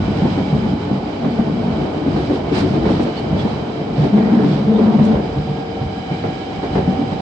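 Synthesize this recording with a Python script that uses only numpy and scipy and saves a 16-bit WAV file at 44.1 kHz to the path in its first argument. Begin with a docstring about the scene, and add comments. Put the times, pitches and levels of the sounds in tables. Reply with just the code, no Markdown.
"""Underground train gathering speed

A carriage on open track, heard from a window seat. Motor and gears whine upward as harmonics of the shaft.
Shaped noise makes the rumble and roar through the floor and the hiss of the treads; the rims ring faintly.
Rail joints set off decaying panel modes, and stretches of rippled rail add beating drones.
Wheel flanges rub in gritty bands of noise; the current shoes scrape and squeak, and bright hiss bursts out."""
import sys
import numpy as np
from scipy import signal
from scipy.fft import rfft, irfft
from scipy.io import wavfile
from scipy.ndimage import uniform_filter1d, map_coordinates

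SR = 44100
rng = np.random.default_rng(int(sys.argv[2]) if len(sys.argv) > 2 else 0)


def to_wav(s):
    """Save 16-bit WAV."""
    ch = np.atleast_2d(s).T  # columns
    pcm = np.round(np.clip(ch, -1, 1) * 32767)  # PCM
    wavfile.write(sys.argv[1], SR, pcm.astype(np.int16))


N = 317950
TIME = np.arange(N) / SR  # s
FREQ = np.arange(N // 2 + 1) * SR / N  # Hz


def undb(db):
    """Logarithmic level: decibels to amplitude gain."""
    return 10 ** (np.asarray(db) / 20)


def curves(table):
    """Linear interpolation: each column after the first as a line through time."""
    s, *columns = np.transpose(table)
    return [np.interp(TIME, s, column) for column in columns]


def colour(points):
    """Spectral envelope: levels in dB joined by straight lines on a log-frequency axis."""
    hz, db = np.transpose(points)
    return np.interp(np.log(FREQ + 1), np.log(hz), db)


def resonances(modes):
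    """Resonance: the lift in dB that a set of modes gives, each a Lorentzian peak in power."""
    lift = 0
    for hz, width_hz, db in modes:
        peak = (undb(db) ** 2 - 1).clip(0)
        lift = lift + peak / (1 + (2 * (FREQ - hz) / width_hz) ** 2)
    return 10 * np.log10(1 + lift)


def unit(x):
    """Normalization: scale to rms 1."""
    return x / np.sqrt(np.mean(x ** 2))


def shape(x, db):
    """Linear filtering: weight the spectrum of x by a response in dB."""
    return irfft(rfft(x) * undb(db), N)


def noise(db):
    """Filtered noise: two unrelated channels (mid, side) with the given spectrum, rms 1."""
    return unit(shape(rng.standard_normal((2, N)), db))


def walk(rate):
    """Band-limited randomness: a smooth wander through `rate` random knots per second, rms 1."""
    knots = rng.standard_normal(4096)
    return unit(map_coordinates(knots, [TIME * rate], order=3, mode="wrap"))


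def tone(hz, flutter_db, flutter_rate):
    """Multipath fading: a line whose strength flutters as its paths through the carriage shift; (mid, side)."""
    phase = 2 * np.pi * np.cumsum(hz) / SR
    channels = []
    for _ in range(2):
        strength = undb(flutter_db * np.tanh(walk(flutter_rate)))
        channels.append(strength * np.sin(phase + rng.uniform(0, 2 * np.pi)))
    return unit(np.array(channels))


def howl(hz, width_hz):
    """Quadrature modulation: a narrow band of noise riding on a pitch; (mid, side)."""
    phase = 2 * np.pi * np.cumsum(hz) / SR
    channels = [walk(width_hz) * np.sin(phase) + walk(width_hz) * np.cos(phase) for _ in range(2)]
    return unit(np.array(channels))


def swell(s, length):
    """Gaussian envelope: a smooth rise and fall around s, down to 1/e at `length` seconds either side."""
    return np.exp(-((TIME - s) / length) ** 2)


def swells(events):
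    """Superposition: the summed gain of swells given as (middle, 1/e half-length, level in dB)."""
    return sum(undb(db) * swell(s, length) for s, length, db in events)


# Traction levels. Each row: time in seconds, gear mesh, motor whine and thin whistle in dB.
TRACTION_LEVELS = [(0, -45, -41, -74), (.5, -39, -51, -65.5), (1.1, -38.5, -52, -56),
                   (1.9, -38.5, -46.5, -56), (2.7, -36, -55.5, -65), (3.5, -33, -53, -58.5),
                   (4.8, -36, -59, -60.5), (5.6, -32.5, -50.5, -56), (6.3, -39.5, -49.5, -64),
                   (7.21, -36, -53, -63)]
# Gear tones. Each row: multiple of the shaft speed, relative level in dB before the frame resonance.
GEAR_PARTIALS = [(18, 0), (36.4, -15.5)]
# Motor whine tones. Each row: multiple of the shaft speed, relative level in dB.
WHINE_PARTIALS = [(51, -7), (64, 0)]
# Speed of the motor shaft. Each row: time in seconds, turns per second.
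SHAFT_SPEED = [(0, 22.79), (1.15, 23.37), (5.3, 25.23), (6.0, 25.6), (7.21, 26.32)]
# Gearcase, rough at first, then settling on a clean note.
# Each row: time in seconds, rough howl and clean note in dB, both before the gearcase resonance.
GEARCASE_LEVELS = [(0, -52, -60), (3.6, -44, -49), (5.0, -41, -45), (5.5, -37.5, -47), (6.1, -36.5, -48),
                   (6.5, -40, -40.5), (7.21, -43.5, -36.5)]
WHISTLE_ORDER, CASE_ORDER = 192, 29.25  # multiples of the shaft speed


def traction():
    """Harmonic excitation: gear teeth and rotor slots sing at multiples of shaft speed; the gearcase howls."""
    gear_db, whine_db, whistle_db = curves(TRACTION_LEVELS)
    howl_db, note_db = curves(GEARCASE_LEVELS)
    shaft_hz = curves(SHAFT_SPEED)[0] * (1 + 0.0004 * walk(6))
    gear = sum(undb(db) * tone(order * shaft_hz, flutter_db=1.5, flutter_rate=8.6)
               for order, db in GEAR_PARTIALS)
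    # the upper gear tone stands out while it passes a resonance of the bogie frame
    gear = shape(gear, resonances([(842, 8, 16)]))
    whine = sum(undb(db) * tone(order * shaft_hz, flutter_db=5.0, flutter_rate=10)
                for order, db in WHINE_PARTIALS)
    whistle = howl(WHISTLE_ORDER * shaft_hz, width_hz=24)
    # a rough tone with a clean core climbs into the fixed resonance of the gearcase
    case_hz = CASE_ORDER * shaft_hz
    rough = undb(howl_db) * howl(case_hz + 8, width_hz=80)
    clean = undb(note_db) * tone(case_hz, flutter_db=1, flutter_rate=12)
    case = shape(rough + clean, resonances([(765, 50, 5)]))
    return undb(gear_db) * gear + undb(whine_db) * whine + undb(whistle_db) * whistle + case


# Roughness of the track. Each row: time in seconds, then the driving levels in dB of the bogie boom,
# the floor rumble and the wheel roar, before each layer's own offset.
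TRACK_ROUGHNESS = [(0.0, -25.5, -24, -27), (0.44, -34.5, -23.5, -28), (0.76, -31, -26.5, -29),
                   (0.98, -38.5, -31.5, -29), (1.65, -34, -27, -27), (2.55, -31, -34.5, -27.5),
                   (2.75, -29.5, -27, -26), (3.09, -40, -36.5, -28), (3.41, -25, -23.5, -26),
                   (3.73, -37.5, -32, -29.5), (4.18, -39.5, -21.5, -27), (4.84, -36.5, -38, -27.5),
                   (5.06, -36.5, -23.5, -27.5), (5.26, -33, -27.5, -28.5), (5.62, -37, -31.5, -32.5),
                   (6.57, -40, -37, -31.5), (6.77, -28, -28, -27.5), (7.21, -39.5, -28.5, -29)]
# Dips that rock the bogies.
# Each row: middle in seconds, 1/e half-length in seconds, boom in dB, rumble in dB.
TRACK_DIPS = [(0.095, 0.07, -37, -26.5), (0.556, 0.052, -26.5, -26), (1.608, 0.19, -46, -24.5),
              (2.168, 0.12, -26.5, -23), (2.761, 0.28, -28.5, -17.5), (3.357, 0.064, -27, -23.5),
              (4.028, 0.1, -29.5, -18), (4.482, 0.074, -40.5, -15), (4.641, 0.096, -44, -18.5),
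              (4.997, 0.034, -37, -16), (5.167, 0.075, -25.5, -23.5), (5.399, 0.053, -24.5, -24),
              (5.865, 0.05, -27, -29), (5.985, 0.029, -30, -28.5), (6.138, 0.03, -33.5, -24.5),
              (6.279, .06, -30, -24.5), (6.582, 0.062, -31, -25.5), (6.804, 0.03, -30, -24.5),
              (6.985, .04, -34, -33)]
# Floor and wall panels. Each row: mode in Hz, width in Hz, lift in dB.
PANEL_MODES = [(59.3, 6.2, 8.5), (98.5, 9.8, 6.5), (142.3, 18, 10.5), (190.8, 22, 6), (234.2, 13, 5),
               (287.3, 27, 4.5), (369.5, 13, 1), (442, 39, 1.5)]
# Spectra before the panels: rocking bogies, floor rumble, wheel roar.
# Each row: frequency in Hz, relative level in dB per Hz.
BOOM_SPECTRUM = [(20, -61.5), (30, -25), (42, -8.5), (56, 1.5), (75, 6), (100, 8.5), (125, -3),
                 (200, -50.5)]
RUMBLE_SPECTRUM = [(50, -34), (90, -18.5), (120, -6), (150, -1), (220, 0.5), (270, -18.5), (400, -16.5),
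                   (900, -71)]
ROAR_SPECTRUM = [(120, -15.5), (220, -3.5), (290, 1), (370, -1.5), (450, -4), (560, -5), (700, -4.5),
                 (840, -7.5), (1000, -14), (1300, -21), (2000, -28), (4000, -32.5), (9000, -61)]
BOOM_DB, RUMBLE_DB, ROAR_DB = 1, 1.5, 5  # offset of each layer from the track level that drives it


def rolling():
    """Forced vibration: rail roughness rocks bogies, shakes panels and roars below; dips add low surges."""
    boom_db, rumble_db, roar_db = curves(TRACK_ROUGHNESS)
    panels = resonances(PANEL_MODES)
    rock = swells((s, length, db) for s, length, db, _ in TRACK_DIPS)
    shake = swells((s, length, db) for s, length, _, db in TRACK_DIPS)
    # track and dips add in power
    boom_gain = np.hypot(undb(boom_db + BOOM_DB), rock)
    rumble_gain = np.hypot(undb(rumble_db + RUMBLE_DB + 1.5 * walk(20)), shake)
    roar_gain = undb(roar_db + ROAR_DB + 1.25 * walk(25))
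    boom = boom_gain * noise(colour(BOOM_SPECTRUM) + panels)
    rumble = rumble_gain * noise(colour(RUMBLE_SPECTRUM) + panels)
    roar = roar_gain * noise(colour(ROAR_SPECTRUM) + panels)
    return boom + rumble + roar


# Steel tread grinding on the rail. Each row: frequency in Hz, relative level in dB per Hz.
GRIND_SPECTRUM = [(400, -0.5), (700, 2.5), (1000, 0), (1400, -5.5), (2200, -13), (2700, -29.5),
                  (4000, -23.5), (9000, -54)]


def grinding():
    """Rough contact: the gritty sound of a steel tread on the rail, as noise of flickering level."""
    return noise(colour(GRIND_SPECTRUM)) * undb(2.1 * walk(60))


# Wheel on rail. Each row: time in seconds, hiss in dB, rim singing in dB.
TREAD_LEVELS = [(0, -35.5, -56), (.4, -34.5, -51), (.8, -38.5, -55.5), (2.2, -39, -51), (3.3, -37.5, -48),
                (3.75, -39.5, -51.5), (4.6, -38, -68), (5.8, -39.5, -51), (6.2, -37, -46.5),
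                (7.21, -37.5, -52.5)]
# Tread hiss before the rims colour it. Each row: frequency in Hz, relative level in dB per Hz.
HISS_SPECTRUM = [(600, -10), (1300, 9.5), (1900, 3), (2600, 1), (3600, 1.5), (4400, -0.5), (5100, -3.5),
                 (5600, -6.5), (6800, -14), (8000, -13.5), (9000, -56.5)]
# Rims that colour the hiss. Each row: mode in Hz, width in Hz, lift in dB.
RIM_MODES = [(2310, 180, 9.5), (3030, 220, 6.5), (3130, 180, 5.5), (3943, 78, 8), (4930, 200, 7)]
# Singing rims. Each row: tone in Hz, width in Hz, relative level in dB.
SINGING_TONES = [(2252, 50, -2), (2995, 20, -4), (3116, 45, -2), (3985, 38, -9)]
GRIND_DB = -11  # offset of the grinding from the roar level of the track


def wheels():
    """Modal response: treads hiss, and grind harder on rough track; the rims colour the hiss and sing."""
    hiss_db, sing_db = curves(TREAD_LEVELS)
    *_, roar_db = curves(TRACK_ROUGHNESS)
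    hiss = noise(colour(HISS_SPECTRUM) + resonances(RIM_MODES)) * undb(hiss_db + 0.73 * walk(20))
    sing = sum(undb(db) * howl(np.full(N, hz), width_hz) for hz, width_hz, db in SINGING_TONES)
    return hiss + undb(roar_db + GRIND_DB) * grinding() + undb(sing_db) * sing


# Blows at the rail joints. Each row: start in seconds, thump in dB, clatter in dB before its envelope,
# contact frequency in Hz (higher for a brighter thump).
JOINT_BLOWS = [(.217, -13.5, -24.5, 176.5), (0.247, -23.5, -19.5, 230), (.374, -19.5, -17, 288),
               (.516, -20.5, -32, 194), (.650, -19.5, -21, 212), (.720, -20.5, -28.5, 258),
               (.912, -16.5, -35, 202), (1.244, -15.5, -16.5, 226), (1.385, -15, -21, 224),
               (1.494, -19.5, -37.5, 256), (1.656, -21, -31.5, 212), (1.804, -22, -23.5, 235),
               (1.946, -22.5, -32.5, 296), (2.063, -17, -25, 297), (2.160, -20.5, -18.5, 315),
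               (2.296, -16, -16, 328), (2.512, -17.5, -24.5, 374), (2.629, -15, -28.5, 322),
               (2.764, -19, -28.5, 253), (2.853, -19.5, -13, 253), (2.886, -21, -16.5, 228),
               (2.993, -14, -13, 236), (3.066, -24, -19.5, 320), (3.315, -16.5, -25.5, 178),
               (3.445, -14.5, -31, 243), (3.979, -14, -23.5, 143), (4.005, -16, -24.5, 140),
               (4.033, -20, -16, 287), (4.171, -24.5, -16.5, 276), (4.320, -14, -28, 249),
               (4.394, -21.5, -26, 442), (4.433, -15, -19.5, 282), (4.782, -16.5, -15, 455),
               (4.858, -16, -18, 213), (4.989, -15, -17, 159), (5.108, -27.5, -19.5, 247),
               (5.151, -23.5, -20, 410), (5.366, -25, -33.5, 173.5), (5.493, -21.5, -36, 159),
               (5.811, -20, -24, 149.5), (6.105, -22.5, -21, 151), (6.237, -32.5, -14.5, 263),
               (6.629, -28, -16, 318), (6.752, -18, -13, 167), (6.781, -33.5, -20, 280),
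               (6.875, -12.5, -23.5, 206), (6.989, -15.5, -29, 273), (7.118, -19.5, -21.5, 197)]
# Loose bogie parts. Each row: frequency in Hz, relative level in dB per Hz.
CLATTER_SPECTRUM = [(150, -8.5), (300, 8.5), (500, 5), (800, 0), (1100, -11.5), (2000, -17), (4000, -26.5),
                    (9000, -53.5)]


def rail_joints(rise_s=0.0066, ring=0.65, contact_q=2.1, clatter_s=0.032, clack_db=-9, clack_s=0.011):
    """Impact excitation: a steel clack rings the panels in decaying modes; loose bogie parts clatter."""
    t = TIME[:SR // 3]
    thumps, clatter_gain, clack_gain = np.zeros((2, N + SR)), np.zeros(N + SR), np.zeros(N + SR)
    hz, width_hz, mode_db = np.transpose(PANEL_MODES)[:, :, None]
    attack = 1 - np.exp(-t / rise_s)
    decay = np.exp(-np.pi * ring * width_hz * t)
    for s, thump_db, clatter_db, contact_hz in JOINT_BLOWS:
        start = int(s * SR)
        at = slice(start, start + len(t))
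        # the suspension passes the blow best near its contact frequency
        mismatch = contact_q * (hz / contact_hz - contact_hz / hz)
        weight = undb(mode_db) * width_hz / (1 + mismatch ** 2)
        phase = rng.uniform(0, 2 * np.pi, (2, len(hz), 1))
        detune = 1 + 0.033 * rng.standard_normal((len(hz), 1))
        modes = weight * decay * np.sin(2 * np.pi * hz * detune * t + phase)
        thump = attack * np.sum(modes, axis=1)
        # the thump level is that of its first 1/30 s
        thumps[:, at] += undb(thump_db) * thump / thump[:, :SR // 30].std(axis=1, keepdims=True)
        clatter_gain[at] += undb(clatter_db) * attack * np.exp(-t / clatter_s)
        clack_gain[at] += undb(clatter_db + clack_db) * np.minimum(t / 0.0012, 1) * np.exp(-t / clack_s)
    clatter = clatter_gain[:N] * noise(colour(CLATTER_SPECTRUM))
    return thumps[:, :N] + clatter + clack_gain[:N] * grinding()


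# Stretches of rippled rail. Each row: start in seconds, length in seconds, pitch in Hz, drone in dB,
# neighbouring wheels in dB against the central tone, rms pitch scatter as a fraction,
# octave in dB, grinding in dB.
RIPPLED_STRETCHES = [(.23, .052, 222, -21, -6, .03, -44, -47), (.51, .2, 214, -23, -3, .03, -34, -52.5),
                     (.88, .083, 199, -26.5, -6, .03, -41, -46.5),
                     (1.23, .53, 222, -24.5, -6, .03, -36.5, -51.5),
                     (1.97, .16, 294, -24, -9, .03, -42, -45.5), (2.51, .42, 305, -24, -5, .08, -42, -52),
                     (4.04, .07, 285, -21, -6, .03, -40, -45), (4.125, .06, 207, -11.5, -7, .015, -29, -45),
                     (4.2, .22, 214, -13.2, 1, .015, -27.5, -36), (4.67, .1, 215, -13, -11, .015, -25, -51),
                     (4.81, .15, 213, -10.3, -7, .02, -28.5, -37),
                     (4.98, .14, 215, -11.3, -4.5, .022, -29.5, -44)]
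RIPPLE_ATTACK_S, RIPPLE_RELEASE_S = .018, .038


def rippled_rail(rattle_db=-2):
    """Periodic excitation and beats: even ripples drone with an octave, rattle the floor and grind treads."""
    pitch, beat, scatter = np.full(N, 1. * RIPPLED_STRETCHES[0][2]), np.zeros(N), np.zeros(N)
    drone_gain, octave_gain, grind_gain = 0, 0, 0
    for s, length, hz, drone_db, beat_db, spread, octave_db, grind_db in RIPPLED_STRETCHES:
        rise = np.clip((TIME - s) / RIPPLE_ATTACK_S + .5, 0, 1)
        on = rise * np.exp(-np.maximum(TIME - s - length, 0) / RIPPLE_RELEASE_S)
        drone_gain = np.maximum(drone_gain, on * undb(drone_db))
        octave_gain = np.maximum(octave_gain, on * undb(octave_db))
        # the grinding dies twice as fast as the drone
        grind_gain = np.maximum(grind_gain, on ** 2 * undb(grind_db))
        pitch[on > 0], beat[on > 0], scatter[on > 0] = hz, undb(beat_db), spread
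    beat = uniform_filter1d(beat, size=800)
    # the ripple spacing differs a little from wheel to wheel, so their tones beat
    low, centre, high = (tone(pitch * ratio * (1 + scatter * walk(45)), flutter_db=1, flutter_rate=30)
                         for ratio in (.915, 1, 1.08))
    drone = (centre + beat * (low + high)) / np.sqrt(1 + 2 * beat ** 2)
    octave = howl(2.06 * pitch, width_hz=55)
    # the rattle grows with the square of the drone, so only deep ripples bring it out
    rattle_gain = drone_gain ** 2 * undb(rattle_db)
    rattle = rattle_gain * noise(colour(ROAR_SPECTRUM) + resonances(PANEL_MODES))
    return drone_gain * drone + grind_gain * grinding() + octave_gain * octave + rattle


# Flange rubs. Each row: middle in seconds, 1/e half-length in seconds, centre in Hz, width in Hz,
# glide in Hz per second, level in dB before the grit.
FLANGE_RUBS = [(.269, .039, 780, 400, 0, -30), (.405, .05, 800, 450, 0, -32),
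               (2.575, .05, 1700, 1400, 0, -35), (4.26, .1, 1800, 1200, -1200, -37),
               (4.42, .1, 1400, 900, -1500, -36.5), (4.899, .06, 930, 600, 0, -32),
               (5.153, .055, 590, 260, 0, -25), (6.14, .04, 2280, 260, 0, -40),
               (6.769, .019, 1480, 1280, 0, -33)]


def flanges(grit_db=2.0):
    """Sliding friction: a flange rubs the side of the rail, a harsh band that sinks in the longer rubs."""
    rubs = np.zeros((2, N))
    for s, length, hz, width_hz, glide, db in FLANGE_RUBS:
        rubs += undb(db) * swell(s, length) * howl(hz + glide * (TIME - s), width_hz)
    return rubs * undb(grit_db * walk(110))


# Shoe scrapes. Each row: middle in seconds, 1/e half-length in seconds, level in dB before the grit.
SHOE_SCRAPES = [(2.208, 0.11, -33.5), (2.355, 0.028, -33), (2.559, 0.028, -26.5), (2.601, 0.029, -28),
                (2.684, 0.1, -33), (2.91, 0.048, -35), (2.997, 0.15, -35.5), (3.182, 0.021, -36),
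                (3.404, 0.029, -35), (3.503, 0.11, -36.5), (4.035, 0.077, -33.5), (4.524, 0.1, -33)]
# Shoe rasp. Each row: frequency in Hz, relative level in dB per Hz.
SCRAPE_SPECTRUM = [(600, 13), (1300, 9), (2400, 3.5), (4200, 4.5), (5200, 0.5), (6500, -13.5), (8500, -17),
                   (10000, -51)]
# Shoe squeaks. Each row: middle in seconds, 1/e half-length in seconds, pitch at the middle in Hz,
# glide in Hz per second, level in dB, rms pitch scatter in Hz.
SHOE_SQUEAKS = [(2.573, 0.043, 2390, 2, -37, 120.6), (3.179, 0.028, 2950, -5000, -37, 130.3),
                (3.182, 0.022, 4400, -3000, -40, 161), (3.4, 0.018, 3340, -3, -34, 55.6),
                (4.53, 0.038, 3350, 10, -41, 151.5), (4.764, 0.022, 3620, -2000, -42.5, 110),
                (6.473, 0.012, 2910, -3000, -49, 60)]


def shoes():
    """Stick-slip friction: current shoes rasp on the live rail and squeak briefly at unsteady pitch."""
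    rasp = swells(SHOE_SCRAPES) * noise(colour(SCRAPE_SPECTRUM)) * undb(.7 * walk(190))
    # phase wander for each Hz of pitch scatter
    slip = 2 * np.pi * np.cumsum([walk(400) for _ in range(2)], axis=1) / SR
    squeaks = np.zeros((2, N))
    for s, length, hz, glide, db, scatter_hz in SHOE_SQUEAKS:
        t = TIME - s
        phase = 2 * np.pi * (hz + glide * t / 2) * t + scatter_hz * slip
        squeaks += undb(db) * swell(s, length) * np.sqrt(2) * np.sin(phase)
    return squeaks + rasp


# Bright bursts. Each row: middle in seconds, 1/e half-length in seconds, level in dB before the flicker.
BRIGHT_BURSTS = [(2.585, 0.047, -42.5), (3.033, 0.017, -48), (3.194, 0.024, -55), (5.053, 0.029, -47.5)]
# Burst colour. Each row: frequency in Hz, relative level in dB per Hz.
BURST_SPECTRUM = [(2000, -9), (5000, 2), (7500, -3.5), (9500, -7.5), (12000, -13)]


def bright_bursts():
    """Amplitude-modulated noise: brief bright bursts of flickering hiss."""
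    return swells(BRIGHT_BURSTS) * noise(colour(BURST_SPECTRUM)) * undb(2.2 * walk(400))


# Stereo width at the seat. Each row: frequency in Hz, side minus mid in dB.
SIDE_OVER_MID = [(60, -12), (110, -28.5), (190, -15.5), (310, -14), (550, -2), (950, -4), (1650, 1.5),
                 (8000, -1.5)]
# Stereo balance at the seat. Each row: frequency in Hz, left minus right in dB.
LEFT_OVER_RIGHT = [(60, -1.5), (180, -0.5), (310, 2), (550, 1), (780, -3), (1650, -2.5), (2300, -2.5),
                   (2900, -5), (3700, -7), (4500, -10.5), (5300, -10.5), (6000, -3.5), (6700, -1.5),
                   (8200, 17.5)]


def scene():
    """Diffuse-field coherence: bass reaches both sides alike, while treble comes from all around."""
    layers = [traction(), rolling(), wheels(), rail_joints(), rippled_rail(), flanges(), shoes(),
              bright_bursts()]
    fade = np.clip(np.minimum(TIME, TIME[-1] - TIME) / .004, 0, 1)
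    mid, side = rfft(fade * sum(layers))
    width, lean = undb(colour(SIDE_OVER_MID)), undb(colour(LEFT_OVER_RIGHT))
    ears = np.array([(mid + width * side) * lean, mid - width * side])
    # width and lean leave the total power unchanged
    return irfft(ears * np.sqrt(2 / (1 + width ** 2) / (1 + lean ** 2)), N)


LOW_CUT_HZ, TOP_HZ = 37, 9150


def record(dry):
    """Saturation and band limiting: the highest peaks are rounded, the lowest bass and the top cut."""
    rounded = dry / (1 + dry ** 6) ** (1 / 6)
    low_cut = FREQ ** 4 / np.sqrt(FREQ ** 8 + LOW_CUT_HZ ** 8)
    trimmed = irfft(rfft(rounded) * low_cut, N)
    top_cut = signal.ellip(8, .2, 70, TOP_HZ, fs=SR, output="sos")
    return signal.sosfilt(top_cut, trimmed)


dry = scene()
out = record(dry)
to_wav(out)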